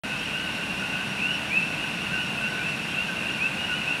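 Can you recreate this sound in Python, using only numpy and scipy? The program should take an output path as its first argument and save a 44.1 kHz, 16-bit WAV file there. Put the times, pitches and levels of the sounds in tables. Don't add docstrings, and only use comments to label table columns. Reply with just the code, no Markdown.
import sys
import numpy as np
from scipy import signal
from scipy.fft import rfft, irfft, next_fast_len
from scipy.io import wavfile
from scipy.ndimage import map_coordinates

SR = 44100
rng = np.random.default_rng(int(sys.argv[2]) if len(sys.argv) > 2 else 0)


def put_to_file(sound):
    columns = np.atleast_2d(sound).T
    safe = np.clip(columns, -1, 1)
    whole_steps = np.round(safe * 32767)
    wavfile.write(sys.argv[1], SR, whole_steps.astype(np.int16))


N = 176400


def amp(db):
    return 10 ** (np.asarray(db) / 20)


def unit(x):
    return x / np.sqrt(np.mean(x ** 2) + 1e-20)


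def wobble(knots_per_s, size=N):
    return map_coordinates(rng.standard_normal(1024), [np.arange(size) * knots_per_s / SR], mode="wrap")


def add(track, start_s, x):
    i = max(round(start_s * SR), 0)
    part = track[i:i + len(x)]
    part += x[:len(part)]


def filtered(x, response):
    size = next_fast_len(N + SR // 2)
    return irfft(rfft(x, size) * response(np.fft.rfftfreq(size, 1 / SR)), size)[:N]


def noise(spectrum):
    knots_hz, db = np.transpose(spectrum)
    white = rng.standard_normal(N)
    return unit(filtered(white, lambda hz: amp(np.interp(np.log(hz + 1), np.log(knots_hz), db))))


def tree_echo(x, t60_s=0.52, build_s=0.015):
    t = np.arange(SR // 2) / SR
    envelope = np.exp(-np.log(1000) * t / t60_s) * (1 - np.exp(-t / build_s))
    echo = signal.fftconvolve(x, rng.standard_normal(len(t)) * envelope)
    return echo * np.linalg.norm(x) / (np.linalg.norm(echo) + 1e-20)


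def night_air(hiss_db=-35):
    # frequency in Hz, relative spectral density in dB.
    hiss_spectrum = [(30, -26), (200, -5.5), (420, -2.5), (650, -0.5), (950, -1), (1200, -3), (1600, -1.5),
                     (2100, -2), (3100, -3), (3350, -6), (3800, -6.5), (5000, -14), (7300, -19),
                     (9700, -18), (12000, -25.5), (15500, -43)]
    rumble_spectrum = [(25, -42), (36, -37), (50, -10), (64, -17.5), (85, -6.5), (108, -12), (145, -1.5),
                       (195, -0.5), (222, -1.5), (250, -8.5), (295, -6), (400, -19), (700, -51.5)]
    # time in seconds, level of the rumble in dB.
    rumble_levels = [(0, -37.5), (1.1, -38.5), (1.7, -38), (2.4, -37), (2.8, -38), (4, -39)]
    # frequency in Hz, level in dB.
    hum_tones = [(196, -52), (293, -55.5)]
    t = np.arange(N) / SR
    hum = np.zeros(N)
    for hz, db in hum_tones:
        envelope = 1 + .5 * wobble(4.76)
        phase = 2 * np.pi * hz * t + 2 * wobble(6)
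        hum += amp(db) * unit(envelope * np.sin(phase))
    rumble_db = np.interp(t, *np.transpose(rumble_levels))
    return amp(hiss_db) * noise(hiss_spectrum) + amp(rumble_db) * noise(rumble_spectrum) + hum


def chirp(hz, length_s=0.055, pulse_hz=45.3, spread_hz=18):
    t = np.arange(round(length_s * SR)) / SR
    tone = np.sin(2 * np.pi * (hz + spread_hz * rng.normal()) * t)
    pulses = np.abs(np.sin(np.pi * pulse_hz * t))
    return unit(tone * np.sin(np.pi * t / length_s) * pulses)


def crickets():
    # pitch in Hz, chirps per second, level in dB.
    far_crickets = [(5640, 7.5, -59.5), (5580, 3.5, -61.5), (5470, 6.5, -62)]
    # start in seconds, level in dB.
    near_chirps = [(.165, -51), (1.331, -51), (2.135, -54), (2.206, -53), (3.875, -55)]
    out = np.zeros(N)
    for hz, rate, db in far_crickets:
        song = np.zeros(N + SR)
        for k in range(int(len(song) / SR * rate)):
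            add(song, (k + .5 * rng.random()) / rate, chirp(hz))
        song += tree_echo(song)[:len(song)]
        out += amp(db) * unit(song[-N:])
    for start, db in near_chirps:
        add(out, start, amp(db) * chirp(hz=5560))
    return out


def frog_call(length_s, first_hz, last_hz, swell_share=0.54, release_share=0.27):
    bend, waver_hz, flutter_db = 2.6, 12.65, 1.5
    progress = np.linspace(0, 1, round(length_s * SR))
    glide = np.expm1(-bend * progress) / np.expm1(-bend)
    hz = first_hz + (last_hz - first_hz) * glide + waver_hz * wobble(120.1, len(progress))
    phase = 2 * np.pi * np.cumsum(hz) / SR
    swell = np.sin(np.pi / 2 * np.minimum(progress / swell_share, 1)) ** 1.19
    release = np.sin(np.pi / 2 * np.minimum((1 - progress) / release_share, 1))
    flutter = amp(flutter_db * wobble(169.4, len(progress)))
    return np.sqrt(2) * swell * release * flutter * np.sin(phase)


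def far_frogs(thickets=8, spread_db=1):
    # calls per second, final pitch in Hz, its spread in Hz, rise in Hz,
    # call length in seconds, level of the whole crowd in dB.
    whistlers = (110, 2784.5, 100, 480, 0.53, -34.5)
    hooters = (89.5, 1485, 48, -80, 0.2, -42)
    total = N + SR
    out = np.zeros(N)
    for rate, hz, spread_hz, rise_hz, length, db in (whistlers, hooters):
        crowd = np.zeros(total)
        for _ in range(thickets):
            thicket = np.zeros(total)
            for k in range(int(total / SR * rate / thickets) + 1):
                last_hz = hz + spread_hz * rng.triangular(-np.sqrt(6), 0, np.sqrt(6))
                start = (k + rng.random()) * thickets / rate
                gain = amp(spread_db * rng.normal())
                add(thicket, start, gain * frog_call(length, last_hz - rise_hz, last_hz))
            crowd += tree_echo(thicket)[:total]
        out += amp(db) * unit(crowd[-N:])
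    return out


def near_frogs(hoot_offset_hz=54.5, hoot_echo_db=-11.5, leaves_re_echo_db=-4.5):
    # start in seconds, length in seconds, first and last pitch in Hz, level in dB,
    # tree echo in dB relative to the direct sound.
    whistles = [ (.135, 0.094, 2480, 2696, -39, -1), (.17, .09, 2980, 3220, -44, -8),
                (.28, .15, 2410, 2920, -35.5, -2.5), (0.438, .07, 2550, 2770, -37, -2),
                (0.555, 0.086, 2480, 2750, -40, -1), (0.659, .085, 2500, 2784, -36, -8),
                (.91, 0.076, 2400, 2600, -44.5, 4), (.93, .08, 2950, 3170, -49, -4),
                (0.988, 0.14, 2400, 2790, -37, -16), (1.169, 0.12, 2150, 2801, -29, 0.5),
                (1.252, 0.13, 2745, 2970, -33, -10), (1.494, 0.12, 2110, 2710, -23.5, -5.5),
                (1.597, .075, 2414, 2730, -30.5, -6), (1.706, 0.12, 2300, 2660, -42, -2.5),
                (1.778, 0.079, 2620, 2923, -37, -6), (2.09, 0.1, 2480, 2810, -32, -2),
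                (2.152, 0.094, 2700, 2950, -36, -8), (2.25, .09, 2580, 2830, -36.5, -3),
                (2.342, 0.16, 2427, 2750, -32, -16), (2.574, .055, 2220, 2420, -38, -1),
                (2.611, 0.12, 2450, 2730, -34, -3), (2.802, .08, 2520, 2785, -37, -6),
                (2.85, 0.097, 2960, 3190, -46, -2), (2.933, 0.11, 2430, 2806, -28.5, -15),
                (3.129, 0.088, 2480, 2776, -36.5, 1), (3.222, 0.11, 2560, 2847, -36, 1.5),
                (3.381, .108, 2140, 2700, -24.5, -14.5), (3.54, 0.12, 2640, 2895, -35, 1),
                (3.655, .147, 2533, 2970, -33, -6), (3.844, 0.11, 2200, 2820, -28, -4)]
    # start in seconds, length in seconds, pitch in Hz that the hoot falls through, level in dB.
    hoots = [(.07, 0.082, 1510, -42), (.35, 0.054, 1525, -37.5), (.43, 0.085, 1505, -40),
             (.805, 0.054, 1500, -37), (.915, 0.051, 1490, -36), (.98, 0.075, 1524, -36.5),
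             (1.29, .08, 1480, -41.5), (1.82, 0.085, 1520, -42.5), (2.113, 0.1, 1511, -33),
             (2.40, 0.11, 1506, -36.5), (2.51, .06, 1505, -36), (2.575, 0.063, 1485, -34.5),
             (2.96, 0.062, 1480, -40), (3.08, 0.074, 1530, -37), (3.415, 0.08, 1548, -37),
             (3.69, 0.068, 1475, -32), (3.87, 0.065, 1500, -40)]
    calls = []
    for start, length, first_hz, last_hz, db, echo_db in whistles:
        calls.append((start, amp(db) * frog_call(length, first_hz, last_hz), echo_db))
    for start, length, hz, db in hoots:
        hoot = frog_call(length, hz + hoot_offset_hz, hz - hoot_offset_hz / 2, swell_share=.2)
        calls.append((start, amp(db) * hoot, hoot_echo_db))
    out = np.zeros(N)
    for start, call, echo_db in calls:
        add(out, start, call)
        add(out, start, amp(echo_db) * tree_echo(call))
        add(out, start, amp(echo_db + leaves_re_echo_db) * tree_echo(call, t60_s=0.094))
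    return out


def scene():
    return (night_air() + near_frogs() + crickets() + far_frogs())[None]


def record(dry):
    silence_s, cutoff_hz = .036, 15730
    gate = np.arange(N) / SR > silence_s
    return filtered(dry[0] * gate, lambda hz: hz < cutoff_hz)[None]


dry = scene()
out = record(dry)
put_to_file(out)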